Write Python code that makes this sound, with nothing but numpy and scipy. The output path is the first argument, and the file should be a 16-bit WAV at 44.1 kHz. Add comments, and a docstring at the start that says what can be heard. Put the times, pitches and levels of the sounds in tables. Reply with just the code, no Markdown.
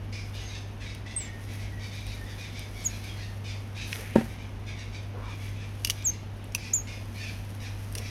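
"""In a walled garden, pruning shears cut fern stems, and their dry pivot squeaks as the spring reopens them.
Bursts of noise ring the steel for each cut; gliding, trembling sines make the squeaks.
Ticks and noise rustle as leaves, stalks snap, and a plastic bucket rings when a handful of cuttings goes in.
Small birds chatter hoarsely off the walls in rough double notes, over a slowly swelling hum and soft noise."""
import sys
import numpy as np
from scipy import signal
from scipy.fft import rfft, irfft, next_fast_len
from scipy.io import wavfile

SR = 44100
rng = np.random.default_rng(int(sys.argv[2]) if len(sys.argv) > 2 else 0)


def unload_wav(signal):
    """Save mono or channel-first audio to the path in sys.argv[1] as 16-bit WAV at rate SR, clipped to [-1, 1]."""
    wavfile.write(
        sys.argv[1],
        SR,
        np.round(np.clip(np.atleast_2d(signal).T, -1, 1) * 32767).astype(np.int16),
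    )


N = 357200
T = np.arange(N) / SR  # time of every sample, in seconds


def from_db(db):
    """Turn decibels into a gain."""
    return 10 ** (np.asarray(db) / 20)


def rms_one(x):
    """Scale a sound to an average (rms) strength of 1."""
    return x / np.sqrt(np.mean(x ** 2) + 1e-20)


def drift(rate):
    """Random wandering of spread 1, in straight lines between about rate random points a second."""
    knots = rng.standard_normal(N // 4)
    return np.interp(T * rate, np.arange(len(knots)), knots) * np.sqrt(3 / 2)


def colour(x, points):
    """Make pitch ranges louder or softer, following a curve through points of Hz and dB."""
    hz, db = np.transpose(points)
    size = next_fast_len(N + SR // 4)
    grid = np.maximum(np.fft.rfftfreq(size, 1 / SR), 1)
    gain = from_db(np.interp(np.log(grid), np.log(hz), db))
    return irfft(rfft(x, size) * gain, size)[:N]


def high_pass(x, hz, order):
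    """Take away the bass, as small vibrating things give off little of it."""
    return signal.sosfilt(signal.butter(order, hz, "high", fs=SR, output="sos"), x + 1e-18)


def resonate(x, hz, width):
    """Let one pitch range through, as a vibrating body does, with gain 1 at its peak."""
    r = np.exp(-np.pi * width / SR)
    numerator = np.array([1, 0, -1]) * (1 - r * r) / 2
    denominator = [1, -2 * r * np.cos(2 * np.pi * hz / SR), r * r]
    return signal.lfilter(numerator, denominator, x + 1e-18)


def ring(x, hz, t60):
    """A click of height 1 sets off a sine of height 1 that fades by 60 dB in t60 seconds."""
    r = from_db(-60 / (t60 * SR))
    w = 2 * np.pi * hz / SR
    return signal.lfilter([0, np.sin(w)], [1, -2 * r * np.cos(w), r * r], x + 1e-18)


def add(out, s, sound):
    """Mix a sound in, starting at s seconds."""
    start = max(int(s * SR), 0)
    out[start:start + len(sound)] += sound[:max(N - start, 0)]


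def swell(length, edge):
    """Times and loudness curve of a sound that fades in and out over a share (edge) of its length."""
    t = np.arange(int(length * SR)) / SR
    nearest_end = np.minimum(t, length - t)
    return t, np.sin(np.pi / 2 * np.clip(nearest_end / (edge * length), 0, 1))


def crunch(length):
    """Plant fibres give way in a quick, dying burst of noise with energy 1."""
    t = np.arange(SR // 20) / SR
    burst = rng.standard_normal(len(t)) * np.exp(-t / length) * (1 - np.exp(-2 * t / length))
    return burst / np.linalg.norm(burst)


def scrape(length):
    """Friction noise that grows as the blades are pressed home, with energy 1."""
    t = np.arange(int(length * SR)) / SR
    rub = rng.standard_normal(SR // 20)[:len(t)] * t
    return rub / np.linalg.norm(rub)


def garden(x, t60, delay=0.0032):
    """Scattered echoes from tiles, walls and foliage: fading noise with energy 1, begun after a delay in s."""
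    t = np.arange(SR) / SR
    tail = rng.standard_normal(SR) * from_db(-60 * t / t60) * (t > delay)
    return signal.fftconvolve(x, tail / np.linalg.norm(tail))[:N]


def background(air_db=-42, waver_db=0.34):
    """A motor hums, strongest at twice the mains rate, over the low noise of the neighbourhood."""
    # Colour of the air noise. Each row: pitch in Hz, level in dB per Hz (relative).
    air_colour = [(22, -15), (48, 8), (75, -3), (140, -7), (230, -7), (350, -14), (780, -18), (1300, -23.5),
                  (1900, -25), (2900, -26.5), (4200, -34.5), (6300, -39), (7700, -52), (11000, -52),
                  (15500, -56)]
    # Slow swelling of the hum. Each row: time in seconds, level in dB rms of the 100 Hz line.
    hum_level = [(0.0, -37), (0.02, -37.5), (1.17, -41.5), (1.62, -36.5), (2.41, -41.5), (3.5, -37),
                 (4.35, -41), (5.48, -36.5), (6.56, -40.5), (7.83, -36.5), (8.1, -37.5)]
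    # Steady tones in the hum. Each row: pitch in Hz, level in dB beside the 100 Hz line.
    hum_lines = [(100, 0), (49.9, -19), (226.1, -19.5)]
    hum = np.zeros(N)
    for hz, db in hum_lines:
        strength = from_db(db + waver_db * drift(8)) * np.sqrt(2)
        hum += strength * np.sin(2 * np.pi * hz * T + .15 * drift(4))
    s, db = np.transpose(hum_level)
    air = rms_one(colour(rng.standard_normal(N), air_colour))
    return from_db(np.interp(T, s, db)) * hum + from_db(air_db) * air


def foliage(level_db=3, brush=0.98):
    """Fronds brush past each other with every reach: clumps of tiny ticks over a soft swish."""
    # Reaches into the leaves. Each row: time of the height of the movement in seconds,
    # time to swell and to settle in seconds, rustle in dB before the overall level.
    reaches = [(.35, 0.12, -61), (1.53, 0.13, -57), (2.2, .3, -59), (2.95, 0.23, -55), (3.65, 0.32, -65),
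               (3.96, 0.066, -46), (4.22, 0.11, -54.5), (5.45, 0.093, -58.5), (5.9, 0.13, -56.5),
               (6.65, 0.14, -64), (7.33, 0.34, -58.5), (8, 0.24, -56.5)]
    # Colour of the rustle. Each row: pitch in Hz, level in dB per Hz (relative).
    leaf_colour = [(700, -5), (2000, 4.5), (4000, -1.5), (6200, 2), (7500, -8.5), (9500, 0), (12000, -0.5),
                   (14000, -10), (16000, -11)]
    at_rest_db = -67.5  # before the overall level
    per_s, spread_db, clump_db = 1400, 4.5, 5  # tick rate, and how much tick size and tick rate vary
    sizes = from_db(spread_db * np.minimum(rng.exponential(1, N), 4)) * rng.choice([-1, 1], N)
    happens = rng.random(N) < per_s * from_db(clump_db * drift(40)) / SR
    ticks = rms_one(sizes * happens)
    power = from_db(at_rest_db) ** 2
    for s, settle, db in reaches:
        power = power + from_db(db) ** 2 * np.exp(-((T - s) / settle) ** 2)
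    rustle = rms_one(colour(ticks + brush * rng.standard_normal(N), leaf_colour))
    return from_db(level_db) * np.sqrt(power) * rustle


def scuffs(relative_width=0.55):
    """Soles, clothing and cuttings rub as the gardener shifts: short, dull puffs of filtered noise."""
    # Scuffs and swishes. Each row: start in seconds, length in seconds, centre pitch in Hz, level in dB rms.
    rubs = [(3.9, 0.28, 1970, -50.5), (3.974, 0.077, 474, -49), (4.062, 0.21, 2240, -52),
            (5.115, 0.103, 483, -49), (5.137, 0.23, 1000, -50.5), (6.419, 0.05, 2640, -57.5),
            (7.944, 0.08, 437, -49)]
    out = np.zeros(N)
    for s, length, hz, db in rubs:
        t, envelope = swell(length, edge=0.43)
        rub = rng.standard_normal(SR)[:len(t)]
        for _ in range(2):
            rub = resonate(rub, hz, hz * relative_width)
        add(out, s, from_db(db) * rms_one(rub * envelope))
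    return out


def rasp(flutter_hz=720, glide=.16, hiss_db=-4):
    """Harsh buzz of a bird's throat: fast pulses whose rate glides, with the hiss of rough air."""
    rate = flutter_hz * np.exp(glide * drift(14) + .025 * drift(600))
    pulses = signal.sawtooth(2 * np.pi * np.cumsum(rate) / SR)
    clicks = rms_one(np.diff(pulses, prepend=0))
    return (clicks + from_db(hiss_db) * rng.standard_normal(N)) * from_db(4.9 * drift(250))


def calls():
    """Fill each bout of chirps with evenly spaced calls, the repeats straying in pitch; same columns as a bout."""
    # Bouts of chirps, a short one being a single call. Each row: start in seconds, length in seconds,
    # lower voice in Hz, upper voice in Hz, level in dB before later gains, upper against lower voice in dB.
    bouts = [(.118, 0.087, 2384, 5200, -45.5, -0.5), (0.326, 0.24, 2895, 3650, -47, 0),
             (0.792, 0.12, 2147, 3660, -47, -1.5), (1.053, .21, 2100, 3590, -47, -3),
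             (1.469, 0.17, 2200, 3830, -48.5, -3.5), (1.779, 0.35, 2285, 3610, -49, 1),
             (2.251, 0.075, 1890, 3500, -50.5, -0.5), (2.372, .25, 2390, 3660, -48, 0),
             (2.737, .51, 2220, 3650, -49, -0.5), (3.437, 0.089, 2385, 3520, -46, 0.5),
             (3.745, 0.11, 2560, 3860, -43, -1.5), (4.262, 0.19, 2100, 3450, -52, -5.5),
             (4.656, 0.17, 2196, 3550, -46, -3), (4.922, 0.057, 2410, 3650, -48.5, -0.5),
             (5.221, 0.43, 2370, 3580, -50.5, -3.5), (5.945, .2, 2270, 3665, -51, -2),
             (6.572, .11, 2487, 5320, -46.5, -0.5), (6.865, .092, 2460, 4920, -46, -3),
             (7.141, 0.16, 2450, 4500, -44, -3), (7.594, 0.081, 2380, 5570, -46.5, -2),
             (7.989, 0.086, 2320, 5700, -47.5, 0)]
    every_s, gap_s = .14, .045  # rough spacing of calls, and the silence between them
    pitch_scatter = .07  # as a share of the pitch
    for s, span, low_hz, high_hz, db, upper_db in bouts:
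        count = max(1, round((span + gap_s) / every_s))
        step = (span + gap_s) / count
        for k in range(count):
            low, high = np.exp(pitch_scatter * rng.standard_normal(2) * (k > 0))
            yield s + k * step, step - gap_s, low_hz * low, high_hz * high, db, upper_db


def birds(rasp_db=4, low_rasp_db=1, direct_db=-7, level_db=-3):
    """Each side of a bird's voice organ sings its own arched, shaky note in a rasp, mostly heard off the walls."""
    # Clear, slightly falling notes among the chatter. Each row: start in seconds, length in seconds,
    # middle pitch in Hz, level in dB before the colour and echoes.
    clear_notes = [(0.394, 0.1, 6420, -55.5), (1.22, 0.164, 1855, -54.5), (1.71, 0.093, 1900, -52),
                   (2.17, 0.077, 1820, -54), (3.065, .07, 3250, -53), (3.21, 0.1, 1833, -59)]
    # Colour of the birds' voices. Each row: pitch in Hz, gain in dB.
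    voice_colour = [(1000, -34), (1600, 5), (2000, 4), (2500, 3.5), (3100, 2), (4000, 5.5), (5200, 2),
                    (6400, 2), (7200, -7.5), (10000, -5.5), (16000, -30)]
    hoarse, arch, slide = .03, .12, .09  # pitch shake, rise-and-fall and random slope, as shares of the pitch
    dry, shakes, buzz = np.zeros(N), (drift(700), drift(700)), rasp()
    low_rasp = rms_one(resonate(high_pass(buzz, 1560, order=4), hz=2140, width=1230))
    high_rasp = rms_one(resonate(high_pass(buzz, 4110, order=4), hz=4550, width=1300))
    for s, length, low_hz, high_hz, db, upper_db in calls():
        t, envelope = swell(length, edge=.15)
        bend = arch * (np.sin(np.pi * t / length) - np.pi / 4) + slide * rng.normal() * (t / length - .5)
        voices = ((low_hz, 0, low_rasp, low_rasp_db), (high_hz, upper_db, high_rasp, rasp_db))
        for (hz, voice_db, harsh, harsh_db), shake in zip(voices, shakes):
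            pitch = hz * (1 + bend + hoarse * np.interp(s + t, T, shake))
            tone = np.sin(2 * np.pi * np.cumsum(pitch) / SR)
            voice = tone + from_db(harsh_db) * np.resize(harsh[int(s * SR):], len(t))
            add(dry, s, from_db(db + voice_db + level_db) * rms_one(voice * envelope))
    for s, length, hz, db in clear_notes:
        t, envelope = swell(length, edge=0.2)
        pitch = hz * (1 + .014 * np.interp(s + t, T, shakes[0]) - .03 * (t / length - .5))
        tone = np.sin(2 * np.pi * np.cumsum(pitch) / SR)
        add(dry, s, from_db(db) * rms_one(envelope * tone))
    dry = colour(dry, voice_colour)
    return from_db(direct_db) * dry + garden(dry, t60=0.49)


def bucket(crack_db=-9, lowest_hz=120, rattle_db=-34, rattle_s=0.044):
    """The hand bumps the plastic wall, which booms while handle and cuttings rattle; longer contacts are duller."""
    # Knocks on the bucket. 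Each row: time in seconds, strength in dB (relative), contact time in seconds.
    knocks = [(4.1561, -10, 0.0007), (4.1596, 2.5, 0.00074), (4.1822, -5.5, 0.0024), (4.2112, -16, 0.00046)]
    # Ringing tones of the bucket. Each row: pitch in Hz, level in dB (relative), time to fade by 60 dB in seconds.
    bucket_tones = [(132.7, -32, 0.41), (228.6, -17.5, 0.24), (265, -21, 0.076), (376, -6, 0.0178),
                    (540, -10.5, 0.02), (770, -33.5, 0.33), (922, -20, .05), (1300, -30, 0.029),
                    (1700, -30, 0.084), (1890, -14, 0.024), (2480, -38, .08)]
    force, crack, rattle = np.zeros((3, N))
    for s, db, contact in knocks:
        push = np.hanning(int(contact * SR) + 3)
        add(force, s, from_db(db) * push / push.sum())
        add(crack, s, crunch(.002) * from_db(db + crack_db))
    t = np.arange(SR // 4) / SR
    # cubed noise has rare, strong peaks, like loose things knocking together
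    jumble = rng.standard_normal(len(t)) ** 3 * np.exp(-t / rattle_s)
    add(rattle, knocks[0][0], jumble * from_db(rattle_db))
    boom = sum(from_db(db) * ring(force, hz, t60) for hz, db, t60 in bucket_tones)
    dry = high_pass(boom, lowest_hz, order=2)
    dry = dry + resonate(crack, hz=2100, width=2000) + resonate(rattle, hz=1640, width=540)
    return dry + from_db(-19) * garden(dry, t60=.3)


def stalks(upper_db=-9, splinter_db=-4):
    """Stiff stalks crack in the hand: a clean snap and a few splinters, lower and duller than the steel rings."""
    # Cracks of the stalks. Each row: time in seconds, strength in dB before the wood's resonances.
    cracks = [(3.9288, 6.5), (3.93, -4), (3.932, -2), (3.958, -2)]
    force = np.zeros(N)
    for s, db in cracks:
        add(force, s, from_db([db]))  # the snap is a single click
        add(force, s, crunch(0.0011) * from_db(db + splinter_db))
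    wood = ((2250, 1440, 0), (5200, 730, upper_db))  # Each row: pitch in Hz, width in Hz, level in dB.
    return sum(from_db(db) * resonate(resonate(force, hz, width), hz, width) for hz, width, db in wood)


def squeaks(octave_db=-21, tail_db=-22):
    """The pivot sticks and slips in a near-pure tone that sinks from its top pitch, in some after a quick climb."""
    # Pivot squeaks, one for each opening. Each row: start in seconds, attack in seconds, hold in seconds,
    # release in seconds, level in dB, pitch rise in seconds, top pitch in Hz, pitch sag in seconds, end pitch in Hz.
    openings = [(1.161, 0.0026, 0.0069, 0.11, -26.5, 0, 8430, 0.047, 7340),
                (2.839, 0.023, .008, 0.017, -20.5, 0, 8040, 0.014, 6670),
                (6.042, .012, 0.045, 0.016, -21.5, 0.0044, 7750, 0.018, 6360),
                (6.731, 0.0067, 0.0081, 0.076, -17, 0.013, 7270, 0.029, 6560)]
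    climb_hz_per_s = 110000  # as the spring takes hold
    edge_db = -27  # start and stop of each tone, beside its level
    jitter, waver, flutter_db, echo_db = .003, .004, 1.6, -18  # jitter and waver are shares of the pitch
    dry = np.zeros(N)
    wobble = 1 + jitter * drift(900) + waver * drift(150)
    grip = from_db(flutter_db * drift(350))
    for s, attack, hold, release, db, rise, top_hz, sag, end_hz in openings:
        corners = s + np.cumsum([0, attack, hold, release])
        on = (T >= s) & (T <= corners[-1])
        t = T[on] - s - rise  # zero at the top pitch
        climbing = top_hz + climb_hz_per_s * t
        sinking = end_hz + (top_hz - end_hz) * np.exp(-(t / sag) ** 2)
        hz = np.where(t < 0, climbing, sinking)
        phase = 2 * np.pi * np.cumsum(hz * wobble[on]) / SR
        envelope = from_db(db + np.interp(T[on], corners, [edge_db, 0, 0, edge_db]))
        dry[on] += envelope * grip[on] * (np.sin(phase) + from_db(octave_db) * np.sin(2 * phase))
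    return dry + from_db(echo_db) * garden(dry, t60=0.13) + from_db(tail_db) * garden(dry, t60=.35)


def snips(level_db=17, early_db=-11, tail_db=-18, lowest_hz=2000, squeeze_db=-21, handle_db=-17):
    """The stem creaks under the blade, then gives way and shakes the steel and the handle."""
    # Blades biting stems and closing. Each row: time in seconds, strength in dB before the overall level,
    # extra treble in dB, crunch length in seconds.
    bites = [(.9485, -33, 2, 0.0011), (2.067, -34, 5, 0.00076), (2.593, -32.5, 6.5, .0016),
             (5.8476, -7.5, -3, 0.0011), (5.8714, -18.5, 3, 0.003), (5.8985, -7.5, -5, 0.0015),
             (5.9048, -13, 1, 0.00077), (6.0245, -33, -15, 0.00055), (6.4425, -41, 8, 0.00056),
             (6.5215, -36, -10, .0014), (6.5484, -9.5, -3, 0.0017), (7.925, -39, 11, 0.0009),
             (7.9518, -18, 2.5, 0.0014), (7.976, -23, 0, 0.0081), (7.983, -22, -10, 0.0017)]
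    # Resonances of the shears. Each row: pitch in Hz, width in Hz, level in dB.
    shears = [(2900, 670, 3), (4550, 1560, -5.5), (5600, 380, -0.5), (9240, 1500, -5), (11200, 1500, -13),
              (13500, 1300, -25)]
    body, treble = np.zeros((2, N))
    squeeze_s = .004
    for s, db, treble_db, length in bites:
        creak = scrape(squeeze_s) * from_db(squeeze_db)
        for start, burst in ((s - squeeze_s, creak), (s, crunch(length))):
            add(body, start, burst * from_db(db + level_db))
            add(treble, start, burst * from_db(db + level_db + treble_db))
    steel = np.zeros(N)
    for hz, width, db in shears:
        source = treble if hz > 8000 else body
        steel += from_db(db) * resonate(source, hz, width)
    handle = resonate(resonate(body, 950, 500), 950, 500)
    dry = high_pass(steel, lowest_hz, order=4) + from_db(handle_db) * handle
    return dry + from_db(early_db) * garden(dry, t60=0.052) + from_db(tail_db) * garden(dry, t60=0.28)


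def scene():
    """Add all the sources together on one channel."""
    return (snips() + squeaks() + stalks() + bucket() + birds() + foliage() + scuffs() + background())[None]


def record(dry):
    """The microphone dulls the highest treble, and everything above 16 kHz is cut steeply."""
    dull = signal.sosfilt(signal.butter(4, 14800, fs=SR, output="sos"), dry)
    return signal.sosfilt(signal.ellip(10, .1, 90, 16000, fs=SR, output="sos"), dull)


dry = scene()
out = record(dry)
unload_wav(out)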